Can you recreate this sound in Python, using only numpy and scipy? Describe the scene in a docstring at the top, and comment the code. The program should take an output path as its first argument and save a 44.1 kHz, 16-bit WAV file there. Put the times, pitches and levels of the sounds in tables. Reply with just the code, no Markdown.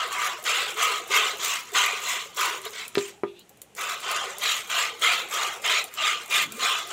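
"""Fizzing squirts of milk in a steady two-handed rhythm: a cow is milked outdoors into a plastic bucket.
Each jet tears the froth, drives bubbles under it and throws spray, and the bucket rings along.
Halfway, one hand shifts the bucket, which knocks twice; a few drops tick over a thin hiss
before the milking goes on. A soft scuff passes near the end, and a quiet yard lies underneath."""
import sys
import numpy as np
from scipy import signal
from scipy.fft import rfft, irfft, next_fast_len
from scipy.io import wavfile
from scipy.ndimage import uniform_filter1d, map_coordinates

SR = 44100
rng = np.random.default_rng(int(sys.argv[2]) if len(sys.argv) > 2 else 0)


def pcm_store(signal):
    """Save signal as 16-bit PCM."""
    levels = np.round(np.clip(np.atleast_2d(signal), -1, 1) * 32767)
    wavfile.write(sys.argv[1], SR, levels.astype(np.int16).T)


N = 305172

# One row a squeeze: (start [s], swell [s], length [s], hold [1 fades evenly, more holds longer],
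# fizz [dB], plunge over fizz [dB], spray over fizz [dB], extra mist [dB], churn [dB],
# nominal crater pitch [Hz], plunge pitch [Hz])
SQUEEZES = [(-0.019, 0.0066, 0.18, 1.04, -26, 1, -31, 5, -42.5, 2500, 1200),
            (0.103, 0.074, 0.29, 2.97, -25.5, 1.0, -10.5, 3.5, -44.5, 2390, 1140),
            (0.453, 0.011, 0.305, 3.15, -23, -6.5, -15, 2, -40.5, 2600, 1400),
            (0.769, 0.054, 0.26, 2.33, -21.0, -1.0, -11.5, 0.0, -39.5, 2900, 1200),
            (1.105, 0.016, 0.26, 2.37, -19.5, -4.5, -15.5, 2, -39, 2660, 1230),
            (1.397, 0.097, 0.23, 4.6, -23, -5.5, -5.5, -1.5, -68, 2320, 1100),
            (1.745, 0.0036, 0.3, 1.9, -21, -4.5, -15, -0.5, -41.5, 2360, 1080),
            (2.03, 0.074, 0.23, 3.6, -24, -6.5, -8.0, 0.5, -71, 2980, 1050),
            (2.374, 0.0054, 0.24, 3.05, -27.5, 0, -9.5, 2, -44, 3040, 1140),
            (2.643, 0.021, 0.048, 4.1, -31, -3.0, -16, 6.5, -37.5, 3530, 1180),
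            (2.733, 0.06, 0.15, 3.9, -30.5, -10, -12.5, -3, -50, 2100, 1350),
            (2.975, 0.005, 0.18, 2.6, -39, -10, -1, -2, -52.5, 2580, 1060),
            (3.777, 0.0042, 0.23, 9.5, -34.0, -0.5, -9.5, 2.0, -49, 2530, 1230),
            (4.03, 0.05, 0.31, 2.75, -27.0, -0.5, -12.5, -7, -41, 2910, 1250),
            (4.421, 0.054, 0.19, 2.23, -17, -9, -12, 3, -48, 3080, 1260),
            (4.701, 0.087, 0.22, 2.5, -18, -5.5, -15.5, -0.5, -45, 2630, 1260),
            (5.022, 0.016, 0.22, 1.5, -15.5, -6, -19.5, 6, -42.5, 2400, 1340),
            (5.313, 0.043, 0.26, 3.06, -25.5, -0.5, -8.0, -2, -41.5, 2260, 1210),
            (5.646, 0.21, 0.19, 4.5, -11.5, -9, -20, 3, -35, 2670, 1230),
            (5.976, 0.044, 0.23, 2.4, -19, -5, -22, -4, -46, 2530, 1240),
            (6.306, 0.011, 0.16, 5.8, -21, -9.5, -15, 4.5, -46.5, 2650, 1240),
            (6.596, 0.026, 0.26, 2.4, -21.5, -3.5, -13, -1.0, -44, 2900, 1200),
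            (6.9, 0.016, 0.224, 2.6, -29.5, -0.5, -10.0, -6, -57, 3240, 1330)]
ATTACK_S = 0.0055  # how fast a jet lands


def milk():
    """The jet tears the foam, plunges under it and throws spray, sputtering as it breaks into beads."""
    *_, fizz_db, plunge_db, spray_db, mist_db, churn_db, crater_hz, plunge_hz = np.transpose(SQUEEZES)
    turn, progress = turns()
    sputter, surge = wander(per_s=150), wander(per_s=30)
    fizz_env = squeezing(fizz_db, follow=0.98, lead_s=0, dribble_db=-1.5)
    plunge_env = squeezing(fizz_db + plunge_db, follow=0.99, lead_s=0, dribble_db=-5)
    spray_env = squeezing(fizz_db + spray_db, follow=0.81, lead_s=0.015, dribble_db=-7)
    churn_env = squeezing(churn_db, follow=0.16, lead_s=0.022, dribble_db=-26)
    sag = 1.06 - 0.058 * progress  # the crater's pitch sinks as the jet weakens
    fizz = fizzing(fizz_env + 0.89 * sputter + 0.48 * surge, crater_hz[turn] * sag)
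    plunge = plunging(plunge_env + 0.48 * sputter + 0.88 * surge, plunge_hz[turn])
    spray = spraying(spray_env + 1.64 * sputter + 2.4 * surge, mist_db[turn])
    return fizz + plunge + spray + churning(churn_env)


def turns():
    """Which squeeze is under way at each moment, and how far it has got (0-1)."""
    t = np.arange(N) / SR
    start, _, length, *_ = np.transpose(SQUEEZES)
    turn = np.searchsorted(start[1:] - ATTACK_S, t)
    return turn, np.clip((t - start[turn]) / length[turn], 0, 1)


def squeezing(levels_db, follow, lead_s, dribble_db, swell_db=12.5):
    """A jet layer's envelope in dB: it swells as the fist closes and follows the teat's emptying."""
    # Milk dribbling between squeezes, except while the bucket is shifted: (time [s], level [dB])
    dribble = [(0, -54), (1.1, -43), (1.7, -45.5), (2.7, -48.5), (3.1, -55.5), (3.2, -88), (3.75, -96),
               (3.8, -41.5), (5.3, -45.5), (5.9, -46), (6.9, -41.5)]
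    t = np.arange(0, N, 32) / SR
    power = amp(np.interp(t, *np.transpose(dribble)) + dribble_db) ** 2
    for (start, swell, length, hold, *_), db in zip(SQUEEZES, levels_db):
        since = t - start + lead_s
        attack = np.exp(np.minimum(since, 0) / ATTACK_S)
        age = np.maximum(since, 0)
        emptied_db = follow * 21 * np.minimum(age / length, 6) ** hold
        power += (attack * amp(db - swell_db * np.exp(-age / swell) - emptied_db)) ** 2
    return np.interp(np.arange(N) / SR, t, 10 * np.log10(power))


def fizzing(level_db, crater_hz):
    """Small bubbles and droplets where the jet tears the foam; its crater resonates as it changes size."""
    # Tone of the torn foam: (frequency [Hz], level [dB])
    foam_eq = [(900, -27), (1500, -8), (2000, -4), (3200, 0), (3900, -1), (4600, -8), (5600, -11.5),
               (7200, -5.5), (8500, -17.5), (11000, -19.5)]
    foam = bubbles(1415, 9497, cycles=22.2, spread_db=3.5, rise=0.01, count=20000, size=500)
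    foam += amp(-0.5) * splatter(per_s=7000, spread_db=3)
    foam = landing(colour(foam, foam_eq), t60=0.094, wet_db=-7.5)
    crater = resonate(foam, crater_hz * (1 + 0.07 * wander(per_s=24)), width_hz=500)
    foam = in_bucket(foam + amp(-4) * crater)
    foam = swirl(foam, depth_db=2.6, span_s=0.06, span_hz=520)
    return steadied(foam) * amp(level_db - 0.98)


def plunging(level_db, note_hz, thin_below_hz=950, thin_from_db=-31):
    """Larger bubbles driven under the foam ring the bucket's hollow note."""
    # Tone under the foam: (frequency [Hz], level [dB])
    plunge_eq = [(100, -55), (400, -59), (560, -21), (700, -12), (850, -18), (1050, -2), (1250, 0),
                 (1600, -4.5), (2100, -17), (3500, -33)]
    deep = bubbles(489, 2626, cycles=6.6, spread_db=2.5, rise=0.013, count=8000, size=800)
    deep = in_bucket(landing(colour(deep, plunge_eq), t60=0.12, wet_db=-5.5))
    deep += amp(-2) * resonate(deep, note_hz, width_hz=150)
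    # a harder jet breaks up the big bubbles, thinning the low end
    big = signal.sosfiltfilt(signal.butter(4, thin_below_hz, fs=SR, output="sos"), deep)
    thinning_db = 0.46 * np.maximum(level_db - thin_from_db, 0)
    deep += big * (amp(-thinning_db) - 1)
    return steadied(deep) * amp(level_db - 0.6)


def spraying(level_db, mist_db, mist_above_hz=9500):
    """Droplets hit the wall in clumps, and the tiniest bubbles ping."""
    # Tone of the spray: (frequency [Hz], level [dB])
    spray_eq = [(200, -20), (1500, 8), (3500, 6), (5200, 6), (7200, 13), (9000, 2.5), (11000, -0.5),
                (15500, -0.5)]
    hits = splatter(per_s=6000, spread_db=3.6)
    pings = bubbles(5000, 16000, cycles=14, spread_db=4, rise=0.003, count=10000, size=400)
    spray = landing(colour(hits + amp(-2) * pings, spray_eq), t60=0.04, wet_db=-4)
    spray = swirl(spray, depth_db=2.2, span_s=0.04, span_hz=1100)
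    mist = signal.sosfiltfilt(signal.butter(3, mist_above_hz, "high", fs=SR, output="sos"), spray)
    spray += (amp(mist_db) - 1) * mist
    clumps_db = 1.6 * wander(per_s=140)
    return steadied(spray) * amp(level_db + clumps_db + 1.02)


def churning(level_db):
    """Big slow bubbles stir the air in the bucket."""
    # Tone of the low gurgle: (frequency [Hz], level [dB])
    gurgle_eq = [(40, -16), (120, -3.5), (280, -10.5), (380, 2.5), (470, 5), (580, -3), (800, 1),
                 (1200, 4.5)]
    churn = bubbles(300.5, 907, cycles=8.3, spread_db=3, rise=0.011, count=1500, size=2200)
    churn += amp(-14) * rng.standard_normal(N)
    return unit(in_bucket(colour(churn, gurgle_eq))) * amp(level_db - 0.1)


def bubbles(low_hz, high_hz, cycles, spread_db, rise, count, size):
    """A swarm of bubbles at random moments: each rings down and rises in pitch as it surfaces."""
    when, pitch, strength, sign = rng.random((4, count, 1))
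    hz = low_hz * (high_hz / low_hz) ** pitch
    age = np.arange(size) / SR * hz / cycles  # in decay times
    height = uneven(strength, sign, spread_db) * hz / low_hz
    rings = height * np.exp(-age) * np.sin(2 * np.pi * cycles * age * (1 + rise * age))
    at = (when * N).astype(int) + np.arange(size)
    return unit(np.bincount(at.ravel(), rings.ravel())[:N])


def splatter(per_s, spread_db):
    """Droplet impacts of unequal size."""
    chance, size, sign = rng.random((3, N))
    return unit((chance < per_s / SR) * uneven(size, sign, spread_db))


def swirl(x, depth_db, span_s, span_hz):
    """Pockets in the froth open and close, each favouring its own narrow band for a moment."""
    frames = dict(fs=SR, nperseg=512, noverlap=384)
    hz, t, spectrum = signal.stft(x, **frames)
    grid = np.meshgrid(hz / span_hz, t / span_s, indexing="ij")
    pockets = map_coordinates(rng.standard_normal((256, 512)), grid, order=3, mode="wrap")
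    return signal.istft(spectrum * amp(depth_db * np.clip(pockets, -2, 2)), **frames)[1][:N]


def landing(x, t60, wet_db):
    """Each squeeze lands on another spot and so wakes its own set of narrow wall resonances."""
    out, t = np.zeros(N), np.arange(SR // 6) / SR
    turn, _ = turns()
    for k in np.unique(turn):
        walls = rng.standard_normal(len(t)) * amp(-60 * t / t60) * (t > 0.002)
        walls *= amp(wet_db) / np.linalg.norm(walls)
        walls[0] = 1  # the direct sound
        add(out, np.argmax(turn == k) / SR, signal.fftconvolve(x[turn == k], walls))
    return out


def in_bucket(x, moved_s=3.3):
    """The bucket's air rings along with the milk, in a new colour once the bucket is set down."""
    # Air and wall resonances: (pitch [Hz], width [Hz], gain before the move [dB], gain after it [dB])
    resonances = [(419, 66, 5.5, 2), (645, 420, 5, 8.5), (972, 46, 7.5, -14), (1188, 45, 3, -1.5),
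                  (1490, 40, -2, -4.5), (2020, 270, 6, 5.5), (2386, 43, -10, 3), (3100, 660, -20.5, -12.5)]
    moved = np.arange(N) / SR > moved_s
    return x + sum(amp(np.where(moved, after_db, before_db)) * resonate(x, hz, width)
                   for hz, width, before_db, after_db in resonances)


def knocks(clack_decay_s=0.0013, clack_rise_s=0.00098):
    """The bucket is shifted: each blow rings its modes, and a hard contact adds a plastic clack."""
    # Blows on the bucket: (time [s], body [dB], contact time [s], clack [dB], clack pitch [Hz])
    blows = [(2.953, -23.5, 0.00041, -15, 2200), (2.9732, -2, .0014, -42, 900),
             (2.9806, -12.5, 0.00078, -17.5, 2240), (3.2348, -8.5, 0.00083, -23.5, 900)]
    # Modes of the filled bucket: (pitch [Hz], level [dB], t60 [s])
    modes = [(115, -27.5, 0.091), (205, -27, 0.12), (277, -25, 0.14), (355, -22.5, 0.35), (387, -9, 0.063),
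             (401.3, -15.5, 0.27), (465, -31, 0.15), (593, -22.5, 0.1), (727, -24, 0.089),
             (980, -16.5, .08), (1210, -18, 0.16), (1650, -15, 0.056), (2020, -14, 0.061)]
    thuds, clacks, t = np.zeros(N), np.zeros(N), np.arange(SR // 2) / SR
    body = sum(amp(db - 60 * t / t60) * np.cos(2 * np.pi * hz * t) for hz, db, t60 in modes)
    clack_env = np.exp(-t / clack_decay_s) * (1 - np.exp(-t / clack_rise_s))
    for s, body_db, contact_s, clack_db, clack_hz in blows:
        push = t * np.exp(-4 * t / contact_s)
        add(thuds, s, amp(body_db) * signal.fftconvolve(body, push / push.sum())[:len(t)])
        crack = resonate(rng.standard_normal(len(t)), clack_hz, width_hz=900)
        band = signal.butter(2, [clack_hz / 4, min(clack_hz * 2.8, SR / 3)], "band", fs=SR)
        add(clacks, s, amp(clack_db + 7) * unit(signal.lfilter(*band, crack)) * clack_env)
    clacks = echoes(clacks, t60=0.09, wet_db=-5)
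    # soft plastic rings with little treble, and so small a body radiates little bass
    thuds = signal.lfilter(*signal.butter(2, 2300, fs=SR), thuds)
    return signal.lfilter(*signal.butter(2, 150, "high", fs=SR), thuds + clacks)


def drops(decay_s=0.002, rise_s=0.00071, spit_lead_s=0.027):
    """Each drop bursts in a short bright tick of its own colour."""
    # Stray drops of milk: (time [s], level [dB])
    strays = [(0.127, -24), (0.4394, -23), (0.772, -25), (1.383, -34), (1.8607, -19), (2.6515, -25.5),
              (2.8797, -24.5), (3.393, -34), (3.493, -36.5), (3.572, -45), (3.617, -27), (3.793, -29),
              (4.1135, -19.5), (4.383, -20.5), (4.6997, -23.5), (5.0525, -30), (5.661, -20), (5.841, -23),
              (5.939, -25), (6.2594, -30), (6.5207, -22)]
    # Average tone of a tick: (frequency [Hz], level [dB])
    tick_eq = [(200, -24), (2000, -20), (4000, -8), (5000, -16), (7200, -1.5), (10000, -3.5), (12000, -7),
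               (14000, -4.5), (16000, -11)]
    # each squeeze spits one drop just ahead of its jet
    spits = [(start - spit_lead_s, -31.5) for start, *_ in SQUEEZES[1:]]
    out, t = np.zeros(N), np.arange(1500) / SR
    envelope = np.exp(-t / decay_s) * (1 - np.exp(-t / rise_s))
    for s, db in list(strays) + spits:
        own_eq = np.array(tick_eq) + np.outer(rng.standard_normal(len(tick_eq)), [0, 3])
        tick = unit(colour(rng.standard_normal(len(t)), own_eq)) * envelope
        add(out, s, amp(db - 1) * tick)
    return echoes(out, t60=0.093, wet_db=-6)


def scuff():
    """A soft low scuff near the end."""
    # Path of the scuff: (time [s], level [dB], pitch [Hz])
    path = [(6.3, -58, 257), (6.4, -56, 192), (6.48, -46, 165), (6.55, -47, 226), (6.59, -44.5, 314),
            (6.65, -53, 227), (6.72, -74, 200)]
    return gliding_noise(path, width_hz=96, upper_ratio=1.51)


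def thin_hiss():
    """A thin hiss flickers and rises in the pause."""
    # Path of the hiss: (time [s], relative level [dB], pitch [Hz])
    path = [(3.24, -56, 2510), (3.31, -51, 2680), (3.37, -55.5, 2740), (3.42, -51.5, 3100),
            (3.47, -80, 3340)]
    flicker_db = 3 * wander(per_s=35)
    return amp(flicker_db - 4.5) * gliding_noise(path, width_hz=610, upper_ratio=1.29)


def yard(level_db=-59):
    """A faint, steady bed of outdoor noise, strongest in the lows."""
    # Tone of the yard: (frequency [Hz], level [dB])
    yard_eq = [(18, -55), (30, -24), (62, -11.5), (199, -6.5), (328, -10), (666, -17.5), (1500, -19),
               (2830, -17.5), (4780, -28), (6900, -23), (14400, -35), (16000, -46)]
    return amp(level_db) * unit(colour(rng.standard_normal(N), yard_eq))


def gliding_noise(path, width_hz, upper_ratio, upper_db=1):
    """Noise in a pair of resonances that glide together."""
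    s, db, hz = np.transpose(path)
    t = np.arange(N) / SR
    pitch, noise = np.interp(t, s, hz), rng.standard_normal(N)
    low, high = (unit(resonate(resonate(noise, f, width_hz), f, width_hz))
                 for f in (pitch, pitch * upper_ratio))
    envelope = amp(np.interp(t, s, db)) * (t > s[0]) * (t < s[-1])
    return unit(low + amp(upper_db) * high) * envelope


def echoes(x, t60, wet_db):
    """Adds a dense, quickly dying train of reflections."""
    t = np.arange(SR // 3) / SR
    tail = rng.standard_normal(len(t)) * amp(-60 * t / t60) * (t > 0.001)
    return x + amp(wet_db) * signal.fftconvolve(x, tail / np.linalg.norm(tail))[:N]


def colour(x, eq):
    """Filters by an EQ curve drawn on a log-frequency axis."""
    hz, db = np.transpose(eq)
    size = next_fast_len(len(x) + 512)
    bins = np.fft.rfftfreq(size, 1 / SR)
    gain = amp(np.interp(np.log(bins + 1), np.log(hz), db))
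    return irfft(rfft(x, size) * gain, size)[:len(x)]


def resonate(x, hz, width_hz):
    """A resonance of gain 1 that can follow a pitch curve."""
    carrier = np.exp(2j * np.pi * np.cumsum(hz * np.ones(len(x))) / SR)
    pole = np.exp(-np.pi * width_hz / SR)
    return 2 * (carrier * signal.lfilter([1 - pole], [1, -pole], x / carrier)).real


def wander(per_s):
    """A random drift of rms 1 that changes about per_s times a second."""
    position = np.arange(N) * per_s / SR
    return unit(map_coordinates(rng.standard_normal(8192), [position], order=1, mode="wrap"))


def uneven(size, sign, spread_db):
    """Turns uniform draws into hits of either polarity, many weak and a few strong."""
    return amp(spread_db * np.minimum(-np.log(1 - size), 4)) * np.sign(sign - 0.5)


def steadied(x, size=700):
    """Evens out a texture's slow swings, so that its envelope alone sets the level."""
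    return x / np.sqrt(abs(uniform_filter1d(x ** 2, size)) + 1e-12)


def amp(db):
    """Decibels to gain."""
    return 10 ** (np.asarray(db) / 20)


def unit(x):
    """Scales to rms 1."""
    return x / np.sqrt(np.mean(x ** 2) + 1e-20)


def add(mix, s, sound):
    """Mixes a sound in at time s."""
    part = mix[round(s * SR):][:len(sound)]
    part += sound[:len(part)]


def scene():
    """Milk and bucket close by, in a quiet yard with faint reflections."""
    faint = scuff() + thin_hiss()
    near = milk() + drops() + knocks() + faint
    return (echoes(near, t60=0.2, wet_db=-16) + yard())[None]


def record(dry, edge_hz=15800):
    """A steep low-pass trims the very top."""
    lowpass = signal.firwin(301, edge_hz, window=("kaiser", 8), fs=SR)
    return signal.oaconvolve(dry, lowpass[None], "same")


dry = scene()
out = record(dry)
pcm_store(out)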